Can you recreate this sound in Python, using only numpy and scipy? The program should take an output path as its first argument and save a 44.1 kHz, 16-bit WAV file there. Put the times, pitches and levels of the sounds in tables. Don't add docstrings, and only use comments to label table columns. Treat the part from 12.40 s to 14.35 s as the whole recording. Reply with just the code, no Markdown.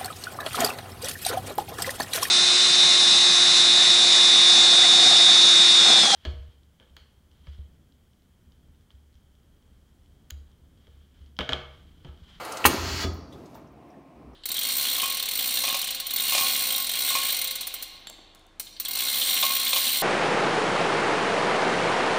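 import sys
import numpy as np
from scipy import signal
from scipy.fft import rfft, irfft, next_fast_len
from scipy.io import wavfile

SR = 44100
rng = np.random.default_rng(int(sys.argv[2]) if len(sys.argv) > 2 else 0)


def dump_mix(stems):
    frames = np.atleast_2d(stems).T
    limited = np.clip(frames, -1, 1)
    pcm = np.round(limited * 32767).astype(np.int16)
    wavfile.write(sys.argv[1], SR, pcm)


N = 85995
T = np.arange(N) / SR
HZ = np.fft.rfftfreq(N, 1 / SR)
STOP_S = .643


def amp(db):
    return np.exp(np.asarray(db) * np.log(10) / 20)


def unit(x):
    return x / np.sqrt(np.mean(x ** 2) + 1e-20)


def read(points, hz):
    f, value = np.transpose(points)
    return np.interp(np.log(hz + 1), np.log(f + 1), value)


def level(points):
    return amp(np.interp(T, *np.transpose(points)))


def noise(gain):
    phase = 2 * np.pi * rng.random(len(HZ))
    return unit(irfft(gain * np.exp(1j * phase), N))


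def colour(spectrum, peaks=()):
    db_at = read(spectrum, HZ)
    for hz, width, db in peaks:
        db_at = db_at + db / (1 + (2 * (HZ - hz) / width) ** 2)
    return amp(db_at)


def wander(rate_hz):
    knots = np.arange(64) / (2 * rate_hz)
    return np.interp(T, knots, rng.standard_normal(len(knots)))


def envelope(start, rise, hold, fall_db_per_s):
    attack = np.clip((T - start) / rise, 0, 1)
    return attack * amp(-fall_db_per_s * np.maximum(T - start - hold, 0))


def decay(t60, rise):
    t = T[:next_fast_len(int(2 * t60 * SR))]
    return np.minimum(t / rise, 1) * np.exp(-np.log(1000) * t / t60)


def add(mix, start, sound):
    part = mix[round(start * SR):][:len(sound)]
    part += sound[:len(part)]


def ring(start, modes, rise=.0002):
    out = np.zeros(N)
    for hz, db, t60 in modes:
        shape = decay(t60, rise)
        sine = np.sin(2 * np.pi * hz * T[:len(shape)])
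        add(out, start, amp(db) * shape * sine)
    return out


def burst(start, db, t60, rise, gain_at):
    out, shape = np.zeros(N), decay(t60, rise)
    white = rng.standard_normal(SR // 2)[:len(shape)]
    puff = irfft(rfft(white) * gain_at(np.fft.rfftfreq(len(white), 1 / SR)), len(white))
    add(out, start, amp(db) * shape[:len(white)] * unit(puff))
    return out


def hum():
    # frequency in Hz, density in dB per Hz.
    background = [(20,-36.5),(35,-18),(60,-5),(90,-9),(135,-2),(180,-7.5),(300,1),(400,-9),(560,-8),(700,-7),(1080,-12),(1400,-23.5),(2500,-24),(3500,-33),(5500,-36.5),(7500,-42),(9000,-39),(10500,-44.5),(16000,-43.5)]
    # frequency in Hz, width in Hz, height above the background in dB.
    tones = [(62, 8, 4), (145, 15, 5), (278.5, 30, 3.5), (345, 14, 3), (655, 18, 4), (715, 18, 6),
             (1055, 22, 8), (2320, 25, 6)]
    return amp(-52) * noise(colour(background, tones)) * amp(wander(5))


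def filling():
    # frequency in Hz, density in dB per Hz.
    rush = [(25,-38.5),(60,-14),(150,-9),(200,-14),(330,-6.5),(480,-2),(900,-3),(1350,-3.5),(1650,-12),(3000,-14),(3550,-20),(4200,-13),(5800,-25),(6400,-21),(8000,-25),(9800,-25),(10400,-37),(11200,-30),(13000,-25),(16000,-31.5)]
    # frequency in Hz, width in Hz, height in dB.
    resonances = [(375, 30, -8), (458, 43, 7), (782, 100, 3.4), (1340, 70, 5), (2080, 50, 6), (3180, 35, 9),
                  (12000, 25, 12)]
    level_db, end_s, fade_db_per_s = -36.5, 0.33, 65.5
    fade = amp(level_db - fade_db_per_s * np.maximum(T - end_s, 0))
    return fade * noise(colour(rush, resonances))


def ticks():
    # start in seconds, level in dB, pitch in Hz, width in Hz, t60 in seconds.
    events = [(0.0488, -38, 9600, 3980, .035), (.049, -39, 4400, 3500, .05), (.1208, -32, 5800, 5000, .035),
              (.1212, -38, 9900, 2010, .03), (.1703, -33, 4500, 3500, .045), (.1707, -34, 8000, 1800, .025),
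              (.343, -26, 310, 120, .08), (.733, -58, 14600, 4000, .18), (.922, -50, 3500, 900, .09),
              (.925, -58, 6000, 9000, .07), (1.056, -56, 5400, 3980, 0.047),
              (1.144, -54, 4650, 4000, 0.074), (1.15, -57, 14000, 4500, .12), (1.152, -47, 760, 600, .26),
              (1.272, -61, 5620, 800, .04), (1.3214, -67, 14000, 4000, .03), (1.487, -69, 14000, 4000, .03),
              (1.5029, -62, 5400, 795, 0.025), (1.54, -58, 1780, 150.2, 0.058),
              (1.568, -42.5, 280, 200.6, .1), (1.933, -62, 5300, 900, 0.034)]
    out = np.zeros(N)
    for start, db, hz, width, t60 in events:
        resonance = lambda f: 1 / (1 + ((f ** 2 - hz ** 2) / (width * (f + 1))) ** 2)
        out += burst(start, db, t60, .0015, resonance)
    return out


def valve():
    # start in seconds, level in dB, ring pitch in Hz, ring t60 in seconds,
    # knock level against the ring in dB (before the knock is halved).
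    clacks = [(.2424, -15, 2600, .013, -4), (.2451, -12, 2950, .009, -2), (.2523, -.5, 980, .012, -3),
              (.2527, -4, 1850, .018, -20), (.2538, -5, 2780, .015, -7)]
    # frequency in Hz, density in dB per Hz.
    knock_colour = [(40, -6), (80, 4), (200, -8), (560, -9), (800, -1), (1200, 1), (1650, -1), (2900, 1),
                    (3700, -14), (4300, -9), (6000, -18), (9000, -15), (16000, -20)]
    # frequency in Hz, relative level in dB, t60 in seconds.
    panel = [(76, -25, .12), (262, -35, .5), (340, -26, .32), (362, -29, .42), (445, -34, .35),
             (524, -28, .2), (838, -20, .12), (1029, -23, .11), (1080, -26, .15), (1217, -18, .115),
             (1534, -26, .1), (1880, -27, .1), (1944, -27, .1), (2255, -26, .15), (2660, -21, .1),
             (2837, -23, .11)]
    knock_t60_s, panel_db = .022, 1
    out = np.zeros(N)
    for start, db, hz, t60, knock_db in clacks:
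        out += ring(start, [(hz, db, t60)])
        knock = burst(start, db + knock_db, knock_t60_s, .0003, lambda f: amp(read(knock_colour, f)))
        out += knock / 2
    hardest = max(clacks, key=lambda row: row[1])
    return out + amp(panel_db) * ring(hardest[0], panel)


def frame():
    # frequency in Hz, relative level in dB, t60 in seconds when struck.
    modes = [(61.44, -8.5, .6), (82.4, 0, 0.48), (121, -11.5, 0.23), (165, -13, .2), (272.6, -6.5, 0.3),
             (357, -15.5, .25), (390, -5, 0.19)]
    # time in seconds, level in dB.
    shake_curve = [(.238, -73), (.25, -26), (.29, -35), (.33, -46.5), (.42, -33), (.48, -36), (.54, -33.5),
                   (.61, -39.5), (.68, -52), (.87, -85)]
    tilt_db_per_octave, stop_db, stop_rise_s = -4, -22, .006
    shake = np.zeros(N)
    for hz, db, _ in modes:
        tilt_db = tilt_db_per_octave * np.log2(hz / modes[0][0])
        shake += amp(db + tilt_db) * np.sin(2 * np.pi * hz * T + .6 * wander(12))
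    return level(shake_curve) * unit(shake) + amp(stop_db) * ring(STOP_S, modes, stop_rise_s)


def vent():
    # frequency in Hz, density in dB per Hz.
    blast = [(60,-10),(150,-7),(350,-2),(600,-9),(1200,-5),(1750,-8),(2700,-7),(3700,-13),(4300,-9),(5600,-16),(6700,-13),(7700,-14),(9000,-9),(10500,-12),(12000,-10),(15500,-10.5)]
    # frequency in Hz, width in Hz, height in dB.
    resonances = [(3190, 60, 7), (4190, 120, 7), (6444, 70, 12), (6861, 70, 8), (8756, 60, 9),
                  (9351, 150, 5), (11980, 80, 7), (13810, 120, 5), (14396, 80, 6)]
    shape = envelope(.2528, rise=.0044, hold=.011, fall_db_per_s=749.5)
    return amp(-12) * shape * noise(colour(blast, resonances))


def cylinder():
    # frequency in Hz, density in dB per Hz.
    hiss = [(100,-17.5),(300,-8),(500,-11),(1200,-8),(1800,-8.5),(3300,-10.5),(3800,-9),(4500,-7.5),(7100,-14),(8300,-24),(9500,-24),(10400,-30),(11600,-26),(15500,-25)]
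    # frequency in Hz, width in Hz, height in dB.
    resonances = [(1320, 60, 5), (1900, 60, 4), (2170, 50, 4.3), (2926, 80, 3), (3360, 70, 5),
                  (3760, 70, -7), (4050, 40, 5), (4238, 50, 5), (4500, 150, 3), (5130, 48, 5),
                  (5630, 35, 6), (7080, 120, 4)]
    # time in seconds, level in dB.
    lift_curve = [(.24, -90), (.26, -50), (.3, -32), (.37, -33.5), (.44, -34.5), (.5, -32), (.57, -33.5),
                  (.632, -30.5), (.665, -45), (.7, -55), (.88, -100)]
    split_hz, brighten_db_per_s = 2000, 11
    whistle_hz, whistle_width_hz = 4560, 40
    whistle_db, whistle_grow_db_per_s = -9, 50
    air = noise(colour(hiss, resonances))
    treble = irfft(rfft(air) / (1 + (split_hz / (HZ + 1)) ** 4), N)
    to_stop = np.minimum(T - STOP_S, 0)
    whistle = noise(1 / (1 + ((HZ - whistle_hz) / whistle_width_hz) ** 2))
    whistle *= amp(whistle_db + whistle_grow_db_per_s * to_stop)
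    brightened = air - treble + amp(brighten_db_per_s * to_stop) * treble
    return level(lift_curve) * (brightened + whistle)


def slide():
    # frequency in Hz, density in dB per Hz.
    rumble = [(30, -27), (65, -4), (140, 0), (250, 0), (400, -2), (490, -9), (640, -8), (850, -16),
              (1250, -15), (1700, -26.5), (5000, -41), (15000, -62.5)]
    # time in seconds, level in dB.
    rumble_curve = [(.24, -65), (.29, -34), (.4, -40.5), (.5, -41), (.6, -47), (.7, -38), (.87, -49.5),
                    (.98, -45.5), (1.1, -52), (1.19, -47.5), (1.4, -58.5), (1.68, -71), (1.8, -53.5),
                    (1.95, -53)]
    return level(rumble_curve) * noise(colour(rumble))


def end_stop():
    # start in seconds, level in dB, t60 in seconds, treble edge in Hz.
    thuds = [(.635, -27, .085, 2400), (.646, -27, .08, 330)]
    # frequency in Hz, level in dB, t60 in seconds.
    plate = [(668, -40, .22), (735, -45, .35), (1132, -45, .45), (1200, -41, .45), (1252, -41, .5),
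             (1270, -43, .5), (1650, -38, .2), (3450, -37, .13)]
    out = ring(thuds[0][0], plate, rise=.003)
    for start, db, t60, edge_hz in thuds:
        out += burst(start, db, t60, .004, lambda f: f / (f + 60) / (1 + (f / edge_hz) ** 3))
    return out


def leak():
    # frequency in Hz, density in dB per Hz.
    air = [(200, -20), (1500, 1), (3500, 1.5), (6200, -1), (7500, -5), (10500, -8), (13000, -5),
           (16000, -13)]
    shape = envelope(.867, rise=.064, hold=.3, fall_db_per_s=121)
    return amp(-67) * shape * noise(colour(air))


def carrier():
    # start in seconds, level in dB, rise in seconds, t60 in seconds.
    bumps = [(.93, -46, .02, .4), (1.14, -50, .02, .3), (1.3, -46, .03, .4), (1.74, -51, .02, .25),
             (1.83, -41, .07, .9)]
    bump_hz = 62.5
    return sum(ring(start, [(bump_hz, db, t60)], rise) for start, db, rise, t60 in bumps)


def echoes(x):
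    # delay in seconds, level in dB.
    reflections = [(.0031, -13), (.0058, -12), (.0093, -13), (.0137, -15), (.0171, -16)]
    out, power = x.copy(), 1
    for delay, db in reflections:
        out += amp(db) * np.pad(x, (int(delay * SR), 0))[:N]
        power += amp(db) ** 2
    return out / np.sqrt(power)


def room(x):
    # frequency in Hz, t60 in seconds.
    t60_points = [(60, .5), (300, 0.23), (1200, 0.94), (3000, 0.52), (5500, 0.8), (8000, 0.33),
                  (12000, 0.54), (16000, 0.1)]
    # frequency in Hz, level in dB.
    strength = [(60, -16), (300, -6), (600, -10), (1000, -14), (3000, -13), (5500, -10), (9000, -14),
                (16000, -15)]
    hz, t, bands = signal.stft(rng.standard_normal(SR), SR, nperseg=256)
    t60 = read(t60_points, hz)[:, None]
    bands = bands * np.exp(-np.log(1000) * t / t60)
    bands *= np.sqrt(2 * np.log(1000) / (t60 * SR))
    bands *= amp(read(strength, hz))[:, None]
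    tail = signal.istft(bands, SR)[1][:SR]
    tail = tail * np.clip(T[:SR] / 0.006, 0, 1)
    return signal.fftconvolve(x, tail)[:N]


def scene():
    near = valve() + vent() + echoes(cylinder() + end_stop() + ticks())
    body = frame() + slide() + carrier()
    flow = echoes(filling() + leak())
    return (near + room(near) + body + flow + hum())[None]


def record(dry):
    mic_low_hz, ceiling, edge_hz = 36, 1.15, 15880
    bass_cut = signal.butter(2, mic_low_hz, "high", fs=SR, output="sos")
    thinned = signal.sosfilt(bass_cut, dry)
    squeezed = ceiling * np.tanh(thinned / ceiling)
    band_limit = signal.firwin(511, edge_hz, window=("kaiser", 9), fs=SR)
    return signal.oaconvolve(squeezed, band_limit[None], "same")


dry = scene()
out = record(dry)
dump_mix(out)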